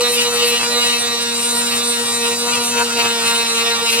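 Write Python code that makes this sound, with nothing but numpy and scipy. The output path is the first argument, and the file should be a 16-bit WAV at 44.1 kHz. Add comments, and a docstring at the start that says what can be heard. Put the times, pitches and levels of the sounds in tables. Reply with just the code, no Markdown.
"""A small rotary tool runs at full speed on a workbench, its bit held against a plastic toothbrush head.
From the start the motor hums and buzzes, cooling air hisses from the vents, and the bit knocks and
rattles once a turn as the hand's pressure shifts. Two bright scrapes and three fits of chatter come in
the first second; the bit then runs more evenly until it chatters and scrapes again from 2.3 s. The
knocking is heaviest near 2.8 s, the pitch sags a little, and a last scrape comes just before 4 s."""
import sys
import numpy as np
from scipy import signal
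from scipy.fft import rfft, irfft, next_fast_len
from scipy.io import wavfile
from scipy.ndimage import uniform_filter1d, map_coordinates

SR = 44100
rng = np.random.default_rng(int(sys.argv[2]) if len(sys.argv) > 2 else 0)


def master_out(mix):
    """Clip the mix to full scale and print it as 16-bit PCM to the path in sys.argv[1]."""
    frames = np.transpose(np.atleast_2d(mix))
    ceiling = np.clip(frames, -1, 1)
    pcm = np.round(ceiling * 32767).astype(np.int16)
    wavfile.write(sys.argv[1], SR, pcm)


N = 176400
MAINS_HZ, RIPPLE = 120, 0.071  # torque ripple: rate (twice the mains frequency) and depth
SIDES = np.array([[-.5], [.5]])  # left, right
BODY_HZ = np.fft.rfftfreq(2048, 1 / SR)  # frequency grid of the resonant bodies

# envelope of the bit's knock, loosely followed by the rush of air: t/s, relative level/dB
KNOCK_ENVELOPE = [(0.0, -27), (0.17, -35), (0.19, -25), (1.2, -31.5), (1.65, -28), (2.23, -29.5),
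                  (2.28, -26), (2.38, -32), (2.53, -20.5), (2.68, -28.5), (2.77, -19), (2.82, -15.5),
                  (2.85, -30), (2.96, -24), (2.99, -20), (3.15, -28.5), (3.29, -19.5), (3.38, -26),
                  (3.88, -26), (3.95, -33), (4.0, -24.5)]
# stereo image: f/Hz, phase lead of the right channel/rad
STEREO_PHASE = [(100,0),(500,0.7),(950,0.3),(1200,0.81),(1700,2.06),(2550,-0.95),(3050,2.26),(3550,2),(4050,1.51),(4800,2),(5400,1.32),(6200,3),(7800,1),(8600,1.14),(10000,1.13),(15000,2.02)]


def motor(turns):
    """Unbalance gives two low tones, the mains a thrum; each turn rings the casing and the bearings."""
    # envelopes of the hum (shaft rate), drone (its octave) and casing buzz: t/s, relative level/dB
    hum_envelope = [(0,-36),(1.17,-33.5),(1.74,-29),(2.37,-33),(2.65,-29),(4,-35)]
    drone_envelope = [(0.0, -20.5), (0.09, -25), (0.53, -22.5), (0.6, -37.5), (0.69, -29.5), (2.13, -34),
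                      (2.28, -25), (2.39, -35), (2.45, -29), (2.53, -31.5), (2.62, -23.5), (2.65, -41),
                      (2.78, -25.5), (2.92, -32.5), (2.97, -27.5), (3.34, -30), (3.38, -25), (3.45, -38),
                      (3.51, -27.5), (3.58, -32.5), (3.68, -24), (3.77, -32.5), (3.83, -25), (3.87, -35),
                      (4.0, -23.5)]
    buzz_envelope = [(0,-32),(.05,-19.5),(.17,-27),(.5,-28.5),(.55,-24),(.63,-32),(.75,-21),(1.42,-27.5),(2.31,-25.5),(2.38,-28),(2.84,-34),(3.12,-26),(3.72,-23),(3.96,-29.5)]
    # resonances of the casing and the bearings: f/Hz, level/dB
    casing = [(500,-52),(700,-5),(950,-8.5),(1200,-2),(1450,-8.5),(1670,-4),(1900,-2.5),(2150,-7.5),(2550,-0.5),(3050,-14.5),(3300,-13),(3560,4),(3800,5),(4050,5),(4300,-3),(4700,-44),(5500,-55.5),(8000,-42)]
    bearings = [(3800,-14),(4450,3),(4750,8),(5000,-4),(5400,4.5),(5900,5.5),(6250,-7.5),(6900,3),(7750,-4.5),(8200,-1),(9500,-15),(12000,-15.5),(15500,-18.5)]
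    hum = amp(curve(hum_envelope) - 1.5 + 1.6 * wobble(23)) * np.sin(2 * np.pi * turns)
    drone_gain = amp(curve(drone_envelope) + .5 + 2.44 * wobble(35)) * (1 + 1.25 * RIPPLE * mains())
    drone = drone_gain * np.sin(2 * np.pi * 2 * turns + 0.15 * wobble(24.91))
    thrum = amp(-54.5 + 4 * wobble(22)) * mains()
    pulses = blows(turns, at=0, jitter_s=2e-6, scatter_db=.55, sway_s=2e-6)
    buzz = struck(pulses, casing, wander=.5, wander_rate=18, spread_s=.003)
    pulses = blows(turns, at=.3, jitter_s=2e-6, scatter_db=1, sway_s=2e-6)
    whine = struck(pulses, bearings, wander=1, wander_rate=14, spread_s=.003)
    return (np.sqrt(2) * (hum + drone + thrum)
            + amp(curve(buzz_envelope) + 2 + 1.5 * wobble(26.48)) * buzz
            + amp(-25 + 0.53 * wobble(23)) * whine)


def bit(turns):
    """The bit hits the plastic once a turn: a low knock, a bright rattle, coarse grinding as it bites."""
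    # resonances of the three contact sounds: f/Hz, level/dB
    knock_body = [(450,-44.5),(700,-5.5),(930,3),(1170,-1),(1400,0.5),(1700,-10),(2200,-35),(3500,-52)]
    rattle_body = [(1200,-22.5),(1800,-10.5),(2150,-10.5),(2380,-0.5),(2850,1.5),(3100,-2.5),(3350,-4),(3600,-14),(4700,-5.5),(6200,-30.5),(7100,-11),(10000,-73.5),(15000,-42.5)]
    grind_body = [(700,-17),(1200,-10),(1800,1),(2700,1.5),(3400,4.5),(12000,-10)]
    # envelope of the rattle: t/s, relative level/dB
    rattle_envelope = [(0.01, -22), (0.05, -31), (0.22, -18), (0.33, -31), (0.4, -19), (0.45, -20),
                       (0.53, -20.5), (0.64, -23), (0.7, -31.5), (0.83, -20.5), (0.93, -21), (0.97, -24),
                       (1.01, -34), (1.24, -27), (1.33, -30.5), (1.39, -26), (1.52, -33.5), (1.74, -25),
                       (1.87, -34), (1.93, -27), (2.2, -35.5), (2.27, -21.5), (2.37, -36), (2.56, -20),
                       (2.59, -27.5), (2.73, -27.5), (2.78, -20.5), (2.87, -28), (2.96, -27.5), (2.98, -18),
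                       (3.07, -21.5), (3.18, -29), (3.28, -19.5), (3.53, -29.5), (3.58, -21.5), (3.84, -29),
                       (3.87, -20), (3.99, -21)]
    pulses = blows(turns, at=.4833, jitter_s=1.6e-5, scatter_db=.84, sway_s=8e-5)
    knock = struck(pulses, knock_body, wander=.73, wander_rate=18, spread_s=.003486)
    pulses = blows(turns, at=.102, jitter_s=8e-6, scatter_db=1.4, sway_s=1e-5)
    rattle = struck(pulses, rattle_body, wander=1, wander_rate=28, spread_s=.002972)
    pulses = blows(turns, at=.0993, jitter_s=3e-5, scatter_db=3, sway_s=2e-5)
    grind = struck(pulses, grind_body, wander=.7, wander_rate=33, spread_s=.0024)
    rattle_db = curve(rattle_envelope)
    bite_db = rattle_db - np.median(rattle_db)
    return (amp(curve(KNOCK_ENVELOPE) - 2.5 + 1.8 * wobble(29.46)) * knock
            + amp(rattle_db + 1.5 + 0.68 * wobble(33.92)) * rattle
            + amp(-32.5 + 1.27 * bite_db) * grind)


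def chatter(turns):
    """In short fits the bit bounces on every second turn and rings the plastic head."""
    # fits of bouncing: t/s, length/s, level/dB, resonance f/Hz
    fits = [(.54,0.022,-36,1080),(.625,0.047,-25,1070),(0.744,0.083,-30,593),(2.312,0.049,-32,617),(3.054,0.055,-23.5,980)]
    # tone of the plastic head: multiple of the resonance, level/dB
    head = [(.1,-5),(.5,-10),(1,-1),(1.7,-3),(6,-43)]
    bounces = blows(turns / 2, at=.296, jitter_s=6e-5, scatter_db=1.5, sway_s=1e-5)
    out = 0
    for at_s, length_s, db, ring_hz in fits:
        body = ringing([(ring_hz * k, level) for k, level in head], BODY_HZ)
        response = irfft(body * stereo(BODY_HZ) * paths(BODY_HZ, spread_s=.002))[:, :1024]
        ring = signal.oaconvolve(bounces[None], response, axes=1)[:, :N]
        out = out + amp(db) * swell(at_s, length_s) * unit(ring)
    return out


def scrapes(turns):
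    """The bit's edge catches: spurts of bright friction noise, pulsing with each turn."""
    # catches of the edge: t/s, length/s, level/dB
    spurts = [(0.145,.05,-22),(0.484,0.048,-21.5),(2.65,0.051,-29),(3.929,.06,-23)]
    # colour of the friction: f/Hz, level/dB
    friction = [(6300,-20.5),(8800,3),(12000,1),(15500,-11)]
    envelope = sum(amp(db) * swell(at_s, length_s) for at_s, length_s, db in spurts)
    return envelope * air(friction, width=.3) * pulsing(turns, depth=.53)


def hiss(turns):
    """The vents' whine and the bit's rasp, each part pitched and part noise, over a low rush of air."""
    # colours of the three layers: f/Hz, level/dB
    vent_colour = [(3000,-28),(5000,-42),(6300,-64),(7200,-4),(8000,-18.5),(8500,1),(9000,-3.5),(9600,-10),(11500,-18.5),(15000,-38)]
    rasp_colour = [(3000,-13),(8000,7),(10000,7),(11700,8.5),(15800,-4.5)]
    rush_colour = [(25,-34),(55,-5),(150,-4.5),(200,1.5),(300,-8),(420,0.5),(950,0.5),(1750,-1.5),(2600,-6),(12000,-46)]
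    # envelopes of the vents and the rasp: t/s, relative level/dB
    vent_envelope = [(1.33,-32.5),(1.38,-29.5),(2.6,-30),(2.8,-32)]
    rasp_envelope = [(.9,-36),(1,-38),(1.3,-47),(1.42,-35),(2.8,-39.5)]
    pulses = blows(turns, at=.1998, jitter_s=4e-6, scatter_db=1.5, sway_s=3e-6)
    whine = struck(pulses, vent_colour, wander=1, wander_rate=26, spread_s=.003)
    vent = unit(air(vent_colour, width=.8) * pulsing(turns, depth=.35) + whine)
    pulses = blows(turns, at=1, jitter_s=3e-6, scatter_db=1.5, sway_s=2e-6)
    rub = struck(pulses, rasp_colour, wander=.67, wander_rate=14, spread_s=.0028)
    rasp = unit(.76 * air(rasp_colour, width=.58) * pulsing(turns, depth=.31) + rub)
    knock_db = curve(KNOCK_ENVELOPE)
    rush_db = -34.5 + .3 * (knock_db - knock_db.mean()) + 1.2 * wobble(14)
    rush = amp(rush_db) * air(rush_colour, width=.26)
    return (amp(curve(vent_envelope) + 4.5 + 3.1 * wobble(23.72)) * vent
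            + amp(curve(rasp_envelope) + 4 + 1.3 * wobble(32.7)) * rasp + rush)


def bench(x, t60_s=.15, low_cut_hz=600):
    """Short reflections from the cluttered workbench."""
    t = np.arange(SR // 4) / SR
    tail = rng.standard_normal((2, len(t))) * amp(-60 * t / t60_s)
    wet = signal.fftconvolve(x, tail / np.linalg.norm(tail[0]), axes=1)[:, :N]
    return filtered(wet, lambda hz: hz / (hz + low_cut_hz))


def blows(turns, at, jitter_s, scatter_db, sway_s):
    """One uneven pulse a turn, at fraction `at` of the turn; torque ripple sways its timing and size."""
    turn = np.arange(1, int(turns[-1]))
    chance = rng.standard_normal((len(turn), 2))
    when = np.interp(turn + at, turns, np.arange(N))
    torque = mains()[when.astype(int)]
    when = when + SR * (jitter_s * chance[:, 0] + sway_s * torque)
    size = amp(scatter_db * chance[:, 1]) * (1 + RIPPLE * torque)
    taps = when.astype(int)[:, None] + np.arange(-7, 9)
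    offset = taps - when[:, None]
    click = np.sinc(offset) * np.cos(np.pi * offset / 16) ** 2  # can land between samples
    return np.bincount(np.clip(taps, 0, N - 1).ravel(), (size[:, None] * click).ravel(), N)


def struck(pulses, body, wander, wander_rate, spread_s):
    """Pulses ring a body; as the contact shifts, side paths fade in and out and change the colour."""
    image = stereo(BODY_HZ)
    routes = [(1, image, spread_s),
              (1.13 * wander * wobble(wander_rate), image, 2 * spread_s),
              (0.76 * wander * wobble(wander_rate), image, 2 * spread_s),
              (1.43 * wander * wobble(wander_rate), SIDES, 2 * spread_s)]
    colour, out = ringing(body, BODY_HZ), 0
    for gain, pair, spread in routes:
        response = irfft(colour * pair * paths(BODY_HZ, spread))[:, :1024]
        drive = np.pad(pulses * gain, (response.shape[1] - 1, 0), mode="reflect")
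        out = out + signal.oaconvolve(np.float32(drive)[None], np.float32(response), "valid", axes=1)
    power = uniform_filter1d(np.mean(unit(out) ** 2, axis=0), int(.06 * SR))
    return unit(out / np.sqrt(np.abs(power) + .01))  # ride the gain to keep the level even


def ringing(points, hz):
    """Minimum-phase response with the given colour, rolled off below its first point."""
    low_cut = 1 + (points[0][0] / (hz + 20)) ** 2
    cepstrum = irfft(np.log(amp(along(points, hz)) / low_cut))
    half = len(cepstrum) // 2
    return np.exp(rfft(np.r_[cepstrum[0], 2 * cepstrum[1:half], np.zeros(half)]))


def paths(hz, spread_s):
    """Each frequency takes its own short way through the parts: delay without colour."""
    delay = .001 + spread_s * np.interp(hz, np.linspace(0, SR / 2, num=60), rng.random(60))
    return np.exp(-2j * np.pi * np.cumsum(delay) * hz[1])


def air(colour, width):
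    """Coloured stereo noise of rms 1, wider towards the treble."""
    hz = np.fft.rfftfreq(N, 1 / SR)
    mid, side = rfft(rng.standard_normal((2, N)))
    pair = mid * stereo(hz) + 2 * SIDES * side * width * hz / (hz + 400)
    return unit(irfft(pair * amp(along(colour, hz)), N))


def stereo(hz):
    """Left and right phase shifts that place the tool in the image."""
    return np.exp(1j * SIDES * along(STEREO_PHASE, hz))


def mains():
    """The pulsing of the motor's torque, between -1 and 1."""
    return np.sin(2 * np.pi * MAINS_HZ * np.arange(N) / SR)


def pulsing(turns, depth):
    """A gain of rms 1 that peaks once a turn."""
    return unit(np.exp(depth * np.cos(2 * np.pi * turns)))


def swell(at_s, length_s):
    """A rounded rise and fall of height 1."""
    return np.exp(-2 * ((np.arange(N) / SR - at_s) / length_s) ** 2)


def wobble(rate):
    """A smooth random curve, rate knots a second."""
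    at = np.linspace(0, N, num=1200)
    drift = map_coordinates(rng.standard_normal(512), [at * rate / SR], mode="wrap")
    return np.interp(np.arange(N), at, drift)


def curve(rows):
    """An envelope through (t/s, value) points, one value per sample."""
    return np.interp(np.arange(N) / SR, *np.transpose(rows))


def along(points, hz):
    """(f/Hz, value) points read on a log axis."""
    f, v = np.transpose(points)
    return np.interp(np.log(hz + 1), np.log(f), v)


def filtered(x, response):
    """Equalise x with a function of frequency."""
    size = 2 * next_fast_len(N // 2 + 8192)
    return irfft(rfft(x, size) * response(np.fft.rfftfreq(size, 1 / SR)), size)[..., :N]


def amp(db):
    """Decibels to gain."""
    return 10 ** (np.asarray(db) / 20)


def unit(x):
    """Scale to rms 1."""
    return x / np.sqrt(np.mean(x ** 2) + 1e-20)


def scene():
    """One shaft drives the tool's layers; the bench reflects them faintly, and each band is panned."""
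    # shaft speed: t/s, f/Hz
    speed = [(0.0, 242.0), (0.15, 239.5), (0.53, 238.5), (0.8, 239.1), (1.3, 235.9), (1.49, 237.5),
             (1.95, 237.0), (2.26, 235.9), (2.52, 239.4), (3.23, 232.7), (3.4, 233.6), (3.53, 231.6),
             (3.8, 233.9), (3.91, 231.2), (4.0, 236)]
    # stereo balance: f/Hz, left minus right level/dB
    balance = [(240,1.5),(480,-1),(720,-5.5),(950,4.5),(1170,-1.5),(1420,7.5),(1900,2),(2700,1),(3150,4.5),(3560,-4),(4100,-4.5),(4700,0),(5300,-1.5),(5900,1.5),(6600,8.5),(7600,-4.5),(8600,0),(10000,0),(15000,0)]
    turns = np.cumsum(curve(speed) + 0.303 * wobble(26)) / SR
    tool = motor(turns) + bit(turns) + chatter(turns) + scrapes(turns) + hiss(turns)
    mix = tool + amp(-19) * bench(tool)
    return filtered(mix, lambda hz: amp(-SIDES * along(balance, hz)))


def record(dry, top_hz=15800):
    """A brick-wall high cut on the mix."""
    return filtered(dry, lambda hz: hz < top_hz)


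dry = scene()
out = record(dry)
master_out(out)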